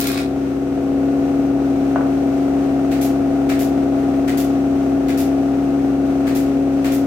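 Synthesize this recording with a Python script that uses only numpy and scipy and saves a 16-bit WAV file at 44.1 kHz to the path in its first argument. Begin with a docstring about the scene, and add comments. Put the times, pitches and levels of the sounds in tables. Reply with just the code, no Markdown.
"""A belt-driven jointer in a timber workshop: its four knives chop the air into a hum, over a rattling drive.
Knife blows ring board and bed; splinters snap during the cut, which then dies away.
The hum grows as the board is drawn clear; the board lands on the bed in a short run of knocks, made of
decaying modes and dull noise.
An air nailer fires six times: noise bursts for shot and struck timber, then a puff of exhaust."""
import sys
import numpy as np
from scipy import signal
from scipy.fft import rfft, irfft, next_fast_len
from scipy.io import wavfile
from scipy.ndimage import map_coordinates

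SR = 44100
rng = np.random.default_rng(int(sys.argv[2]) if len(sys.argv) > 2 else 0)


def wrap_up_sound(samples):
    """Save the sound to the file named by the first command line argument, as 16-bit audio."""
    columns = np.atleast_2d(samples).T
    # keep every value between -1 and 1, then stretch to whole-number steps
    tamed = np.clip(columns, -1, 1)
    steps = np.round(tamed * 32767).astype(np.int16)
    wavfile.write(sys.argv[1], SR, steps)


N = 311346
TIME_S = np.arange(N) / SR

# Cutterhead hum. Each row: multiple of the shaft speed, relative level in dB.
HUM_LINES = [(3.5, -19), (4, -0.5), (12, -37), (16, -39.5), (21, -40.5), (37, -53), (39, -46)]
# Buzzing parts of stand and panels. Each row: pitch in Hz, pitch waver in Hz, relative level in dB.
STAND_PARTS = [(71.3, 5.56, -39.5), (106.4, 13, -46), (138.5, 5, -36), (171.2, 9, -46.5), (204.1, 6, -38),
               (257.2, 2.5, -39), (296.5, 3.5, -43), (330, 5.8, -39), (351.1, 4.5, -35.5),
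               (385.4, 6.63, -33), (413, 8.9, -43), (513.3, 11, -41), (582.6, 3.1, -45),
               (662.6, 4.014, -38.5), (697.3, 13, -38.5), (787, 5.94, -46.5), (1170, 3, -57),
               (1257, 6.6, -56)]
# Loose random clatter. Each row: frequency in Hz, relative spectrum level in dB.
CLATTER_SPECTRUM = [(20, -15.5), (45, 1.5), (65, -3), (130, -10.5), (200, -0.5), (275, 8.5), (380, 2.5),
                    (500, -5.5), (720, -6), (900, -21.5), (1400, -24), (3000, -64)]
# Air rushing round the knives. Each row: frequency in Hz, relative spectrum level in dB.
RUSH_SPECTRUM = [(400, -25), (900, -0.5), (1400, 0), (1700, -5.5), (2500, -5), (3200, -10.5), (5000, -15),
                 (6100, -12), (7300, -18), (8500, -16), (9700, -24), (12500, -18.5), (15000, -24),
                 (16000, -32)]
# Rattle that comes round with belt and pulley. Each row: frequency in Hz, relative spectrum level in dB.
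RATTLE_SPECTRUM = [(300, -31.5), (400, -24), (445, 3.5), (500, 9), (570, -6), (630, 5), (690, -1.5),
                   (740, 2), (810, 0), (865, -8), (920, -9.5), (990, -16.5), (1400, -12), (3000, -34.5)]
# How hard the machine shakes. Each row: time in seconds, relative level in dB.
SHAKE_CURVE = [(1.0, -34), (2.25, -32.5), (4.04, -31), (4.27, -32.5), (6.32, -33), (6.55, -35),
               (7.06, -34.5)]
# Chips being cut. Each row: frequency in Hz, relative spectrum level in dB.
CHIP_SPECTRUM = [(600, -25), (1100, -4.5), (1480, -2), (1800, -5.5), (2500, 0), (3000, -8), (4300, -4),
                 (6000, -13.5), (8500, -13), (10000, -16.5), (15500, -18.5)]
# Splinters snapping during the cut. Each row: start in seconds, relative level in dB.
SPLINTER_SNAPS = [(.002, -15.5), (0.011, -18), (0.041, -24), (0.07, -17.5), (0.076, -23), (0.092, -24.5),
                  (0.1168, -24)]
# Colour of a snap. 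Each row: frequency in Hz, relative spectrum level in dB.
SNAP_SPECTRUM = [(1000, -33), (2500, -10), (5000, -8.5), (9000, -9.5), (14000, -4), (16000, -7)]
# Board landing on the bed. Each row: start in seconds, relative level in dB.
BOARD_KNOCKS = [(1.9588, -11), (1.975, -27.5), (1.989, -29), (2.008, -19), (2.052, -28.5)]
# Modes of the board. Each row: frequency in Hz, relative level in dB, t60 in seconds.
BOARD_MODES = [(482.5, -13.5, 0.52), (622, -3, 0.039), (701, 1.5, 0.051), (790, -4, 0.025),
               (1173, -4.5, 0.03), (1310, 0, 0.017), (1376, -11, 0.018), (1470, -20.5, 0.16),
               (1850, -14, 0.012), (2330, -17, 0.017)]
# Dull noise of a knock. Each row: frequency in Hz, relative spectrum level in dB.
THUD_SPECTRUM = [(350, -20), (550, 3), (720, 0.5), (950, -6), (1350, -4), (1700, -10), (2500, -18),
                 (4000, -39.5), (8000, -68)]
# Nailer. Each row: shot start in seconds, shot level in relative dB, wait until the exhaust in seconds,
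# exhaust level in relative dB.
NAILER_SHOTS = [(2.912, -33.5, 0.1, -31.5), (3.491, -29.5, 0.1, -32), (4.276, -32, 0.097, -31.5),
                (5.082, -33, 0.092, -31.5), (6.267, -33, 0.082, -33), (6.843, -30.5, .074, -33.5)]
# Nailer's shot. Each row: frequency in Hz, relative spectrum level in dB.
SHOT_SPECTRUM = [(1000, -22.5), (2000, 0), (3500, -6), (5000, -6), (8000, -4.5), (10000, -10), (15500, -8)]
# Timber struck by the nail. Each row: frequency in Hz, relative spectrum level in dB.
TIMBER_SPECTRUM = [(800, -9.5), (1400, -1.5), (2000, 1), (2500, -1.5), (3200, -8), (4500, -9), (7000, -23)]
# Nailer's exhaust. Each row: frequency in Hz, relative spectrum level in dB.
EXHAUST_SPECTRUM = [(800, -19.5), (2000, 0.5), (4000, -3.5), (6500, -1.5), (9500, -4.5), (13000, 2),
                    (16500, -6.5)]
# Likeness of the two microphones. Each row: frequency in Hz, correlation (clipped to -1..1).
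MIC_LIKENESS = [(60, 0.5), (385, 2), (480, -1), (700, 0.66), (1200, 0.23), (2400, 0.08), (5000, -0.16),
                (9000, 0), (15000, 0)]
# Balance of the two microphones. Each row: frequency in Hz, left over right in dB.
MIC_LEAN = [(60, 2), (150, 3), (280, 3), (700, 3.5), (1300, 4.5), (2400, 1), (4500, -1), (8500, -1),
            (14000, 2.5)]
# Decay of the workshop. Each row: frequency in Hz, t60 in seconds.
SHOP_DECAY = [(200, 1), (1500, 0.35), (6000, 0.36), (15000, 0.11)]

TOP_HZ = 15900
# knife passes a second; quick flutter and slow drift from the belt, as shares of the speed
KNIFE_HZ, FLUTTER_SHARE, DRIFT_SHARE = 275.16, 0.0032, 0.0011
HUM_DB = -17.0
# octave of the hum at average shaking, and its fade per dB of shaking
OCTAVE_DB, OCTAVE_FADE_DB_PER_DB = -43.5, 3.9
# the board starts to clear the head, and how long that takes
CLEAR_S, CLEARING_S = 0.71, 0.27
# what the covering board takes from hum, rush, buzz and shaking
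MUFFLE_HUM_DB, MUFFLE_RUSH_DB, MUFFLE_BUZZ_DB, DAMP_DB = 4, 2, 1, 1.5
# buzz of the stand at average shaking, and its growth per dB of shaking
BUZZ_DB, BUZZ_GROWTH_DB_PER_DB = 1.5, 0.14
# a loose panel: its steady hum, and what dragging the board adds (relative to the buzz)
PANEL_DB, DRAG_DB = -40.5, -42
DRAG_S, DRAG_RISE_S, DRAG_HOLD_S, DRAG_T60_S = 0.58, 0.1, 0.76, 1.2
# the bite eases until the board leaves the knives, then dies away
BITE_DB, BITE_EASE_DB_PER_S, CUT_END_S, CUT_T60_S = -29, 5, 0.21, 0.28
CHIP_RING_T60_S = 0.014
VENT_HOLD_S = 0.031


def amp(db):
    """Decibels to gain."""
    return 10 ** (np.asarray(db) / 20)


def unit(x):
    """Scale to rms 1."""
    return x / np.sqrt(np.mean(x ** 2) + 1e-20)


def along(points, hz):
    """Read (Hz, value) points on a log frequency axis."""
    f, v = np.transpose(points)
    return np.interp(np.log(hz + 1), np.log(f + 1), v)


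def wobble(rate_hz):
    """Smooth random curve, rate_hz knots a second."""
    knots = rng.standard_normal(int(N * rate_hz / SR) + 4)
    return map_coordinates(knots, [TIME_S * rate_hz])


def filtered(x, response):
    """Multiply the spectrum of x by a response of frequency."""
    size = next_fast_len(N + SR // 2)
    hz = np.fft.rfftfreq(size, 1 / SR)
    return irfft(rfft(x, size) * response(hz), size)[..., :N]


def coloured(x, spectrum):
    """Give x a spectrum, at rms 1."""
    return unit(filtered(x, lambda hz: amp(along(spectrum, hz))))


def spread(pair):
    """Mix two unrelated signals so that the microphones correlate as in MIC_LIKENESS."""
    def share(hz):
        alike = np.clip(along(MIC_LIKENESS, hz), -1, 1)
        return np.sqrt([1 + alike, 1 - alike])
    mid, side = filtered(pair, share)
    return unit(np.array([mid + side, mid - side]))


def noise(gate=1):
    """Gated white noise at both microphones."""
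    return spread(gate * rng.standard_normal((2, N)))


def burst(start_s, rise_s, hold_s, t60_s):
    """Envelope that opens, holds and dies away; the hold counts from the start."""
    t = np.maximum(TIME_S - start_s, 0)
    return (1 - np.exp(-t / rise_s)) * amp(-60 * np.maximum(t - hold_s, 0) / t60_s)


def strokes(turns, life, scatter_db):
    """One decaying stroke of random size per turn; life is a share of the turn."""
    elapsed = turns - turns.min()
    whole = np.floor(elapsed).astype(int)
    sizes = amp(scatter_db * rng.standard_normal(whole.max() + 1))
    return sizes[whole] * np.exp(-(elapsed % 1) / life)


def repeating(turns, size=1024):
    """Two random patterns that repeat at every turn."""
    cycles = irfft(np.exp(2j * np.pi * rng.random((2, size // 2 + 1))))
    phase = np.arange(size) / size
    return np.array([np.interp(turns, phase, cycle, period=1) for cycle in cycles])


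def shop(x, wet_db):
    """Add the answer of roof and timber stacks: decaying noise, different at each microphone."""
    hz, t, z = signal.stft(rng.standard_normal((2, SR // 2)), SR, nperseg=256)
    decay = amp(-60 * t / along(SHOP_DECAY, hz)[:, None])
    tail = signal.istft(z * decay, SR, nperseg=256)[1]
    tail = np.pad(tail / np.linalg.norm(tail[0]), ((0, 0), (SR // 200, 0)))  # 5 ms late
    return x + amp(wet_db) * signal.fftconvolve(np.atleast_2d(x), tail, axes=1)[:, :N]


def covered():
    """1 while the board covers the cutterhead, 0 once it is drawn clear."""
    return np.clip(1 - (TIME_S - CLEAR_S) / CLEARING_S, 0, 1)


def shaking():
    """Shaking in dB about its average, damped by the board pressed over the head."""
    level_db = np.interp(TIME_S, *np.transpose(SHAKE_CURVE))
    return level_db - level_db.mean() - DAMP_DB * covered()


def cutterhead(turns):
    """Knives chop the air at the table lips like a siren, muffled while the board covers them."""
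    def line(multiple):
        return np.sqrt(2) * np.sin(2 * np.pi * (multiple * turns + rng.random()))
    hum = amp(HUM_DB) * sum(amp(db) * line(multiple) for multiple, db in HUM_LINES)
    # once the head is clear, the octave fades as the shaking grows
    octave_db = OCTAVE_DB - OCTAVE_FADE_DB_PER_DB * shaking() * (1 - covered())
    return amp(-MUFFLE_HUM_DB * covered()) * (hum + amp(octave_db) * line(8))


def stand(drift_db=0.45, panel_hz=484, panel_waver_hz=6):
    """Parts buzz as sines of drifting level and wavering pitch; one panel swells as the board is dragged."""
    shake_db = shaking()

    def buzz(hz, waver_hz):
        turns = np.cumsum(hz + waver_hz * wobble(28)) / SR
        return np.sqrt(2) * np.sin(2 * np.pi * (turns + rng.random()))

    parts = np.zeros(N)
    for hz, waver_hz, db in STAND_PARTS:
        # higher parts swell with the shaking
        swell_db = np.interp(hz, [400, 650], [0, 1.1]) * shake_db
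        parts += amp(db + swell_db + drift_db * wobble(2.6)) * buzz(hz, waver_hz)
    drag = burst(DRAG_S, DRAG_RISE_S, DRAG_HOLD_S, DRAG_T60_S)
    panel = amp(PANEL_DB) + amp(DRAG_DB) * drag
    return parts + panel * buzz(panel_hz, panel_waver_hz)


def drive(belt_hz=19.35, pulley_hz=35.77, belt=1.4, pulley=0.9, rattle_db=-32.0,
          clatter_db=-34.5, rush_db=-40.5, rush_throb=0.12, rush_repeat=0.51):
    """Belt and pulley beat on the stand, which rattles and buzzes; the air rush throbs with them."""
    shake_db = shaking()
    belt_turns = np.cumsum(belt_hz * (1 + 0.006 * wobble(14))) / SR
    pulley_turns = np.cumsum(pulley_hz * (1 + 0.02 * wobble(12))) / SR
    belt_beat = belt * strokes(belt_turns, life=0.089, scatter_db=0.5)
    pulley_beat = pulley * strokes(pulley_turns, life=0.5, scatter_db=1)
    beat = unit(0.5 + belt_beat + pulley_beat)

    pattern = repeating(belt_turns) + repeating(pulley_turns, size=512)
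    rattle = amp(shake_db + rattle_db) * coloured(spread(beat * pattern), RATTLE_SPECTRUM)

    buzz_db = BUZZ_DB + BUZZ_GROWTH_DB_PER_DB * shake_db - MUFFLE_BUZZ_DB * covered()
    clatter = amp(clatter_db) * coloured(noise(beat), CLATTER_SPECTRUM)
    body = amp(buzz_db) * (stand() + clatter)

    # the part repeating with each belt lap gives a fine whirring grain
    air = noise(1 + rush_throb * beat) + rush_repeat * spread(repeating(belt_turns))
    air_db = rush_db - MUFFLE_RUSH_DB * covered() + 0.69 * wobble(11)
    return rattle + body + amp(air_db) * coloured(air, RUSH_SPECTRUM)


def cut(turns, proud=2.3, tear=0.7):
    """Each knife takes a chip; one stands proud and adds a bite once a turn."""
    dying_db = 60 * np.maximum(TIME_S - CUT_END_S, 0) / CUT_T60_S
    bite_db = BITE_DB - BITE_EASE_DB_PER_S * TIME_S - dying_db
    # fibres give way a little early or late, which roughens the pitch
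    knife_turns = 4 * turns + 0.035 * wobble(140)
    blows = strokes(knife_turns, life=0.51, scatter_db=4)
    blows = blows + proud * strokes(turns, life=0.14, scatter_db=1.0)
    impacts = np.maximum(np.diff(blows, prepend=blows[0]), 0)
    # every blow rings the same dense, equally strong modes of board and bed, so the cut has a pitch
    t = np.arange(SR // 20) / SR
    modes = rfft(rng.standard_normal((2, len(t))) * amp(-60 * t / CHIP_RING_T60_S))
    ring = irfft(modes / np.abs(modes))[:, :len(t) // 2]
    ringing = unit(signal.fftconvolve(impacts[None], ring, axes=1)[:, :N])
    chips = shop(ringing + tear * noise(blows), wet_db=-0.5)
    return amp(bite_db) * coloured(chips, CHIP_SPECTRUM)


def splinters(snap_db=-1):
    """Fibres snap as short noise bursts."""
    snaps = sum(amp(db + snap_db) * burst(start_s, rise_s=0.00014, hold_s=0.002, t60_s=0.011)
                for start_s, db in SPLINTER_SNAPS)
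    return shop(snaps * coloured(noise(), SNAP_SPECTRUM), wet_db=-1)


def board(thud_db=-11):
    """The board drops on the bed and chatters: each knock rings its modes and adds a dull thud."""
    t = np.arange(SR // 2) / SR
    contact = 1 - np.exp(-t / 0.001)
    rings, thuds = np.zeros(N), np.zeros(N)
    for start_s, db in BOARD_KNOCKS:
        # mode levels scatter from knock to knock
        ring = sum(amp(level_db + rng.normal(0, 1) - 60 * t / t60_s) * np.sin(2 * np.pi * hz * t)
                   for hz, level_db, t60_s in BOARD_MODES)
        rings[round(start_s * SR):][:len(t)] += amp(db) * ring * contact
        thuds += amp(db + thud_db) * burst(start_s, rise_s=0.00078, hold_s=0.0022, t60_s=0.069)
    return shop(rings + thuds * coloured(noise(), THUD_SPECTRUM), wet_db=-6)


def nailer(sputter_db=2, shot_db=-3, timber_db=-1.0):
    """Air drives the nail into timber with a chuff, then vents as the trigger is let go."""
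    shots, blows, vents = np.zeros((3, N))
    for start_s, db, wait_s, vent_db in NAILER_SHOTS:
        shots += amp(db + shot_db) * burst(start_s, rise_s=0.0015, hold_s=0.008, t60_s=0.28)
        blows += amp(db + timber_db) * burst(start_s, rise_s=0.002, hold_s=0.017, t60_s=0.25)
        vents += amp(vent_db) * burst(start_s + wait_s, rise_s=0.001, hold_s=VENT_HOLD_S, t60_s=0.23)
    sound = shots * coloured(noise(), SHOT_SPECTRUM)
    sound += blows * coloured(noise(), TIMBER_SPECTRUM)
    sound += vents * coloured(noise(), EXHAUST_SPECTRUM)
    # turbulent jets sputter
    return shop(amp(sputter_db * wobble(350)) * sound, wet_db=-3.5)


def scene():
    """Machine, board and nailer at two microphones."""
    speed = 1 + FLUTTER_SHARE * wobble(30) + DRIFT_SHARE * wobble(3)
    turns = np.cumsum(KNIFE_HZ / 4 * speed) / SR  # four knives a turn
    mix = cutterhead(turns) + drive() + cut(turns) + splinters() + board() + nailer()
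    half = np.array([[0.5], [-0.5]])

    def microphones(hz):
        # left is 90 microseconds later up to 900 Hz; above that the phase gap stays constant
        lag = np.exp(-2j * np.pi * half * np.minimum(hz, 900) * 9e-5)
        return amp(half * along(MIC_LEAN, hz)) * lag
    return filtered(mix, microphones)


def record(dry):
    """Keep nothing at or above the band limit."""
    return filtered(dry, lambda hz: hz < TOP_HZ)


dry = scene()
out = record(dry)
wrap_up_sound(out)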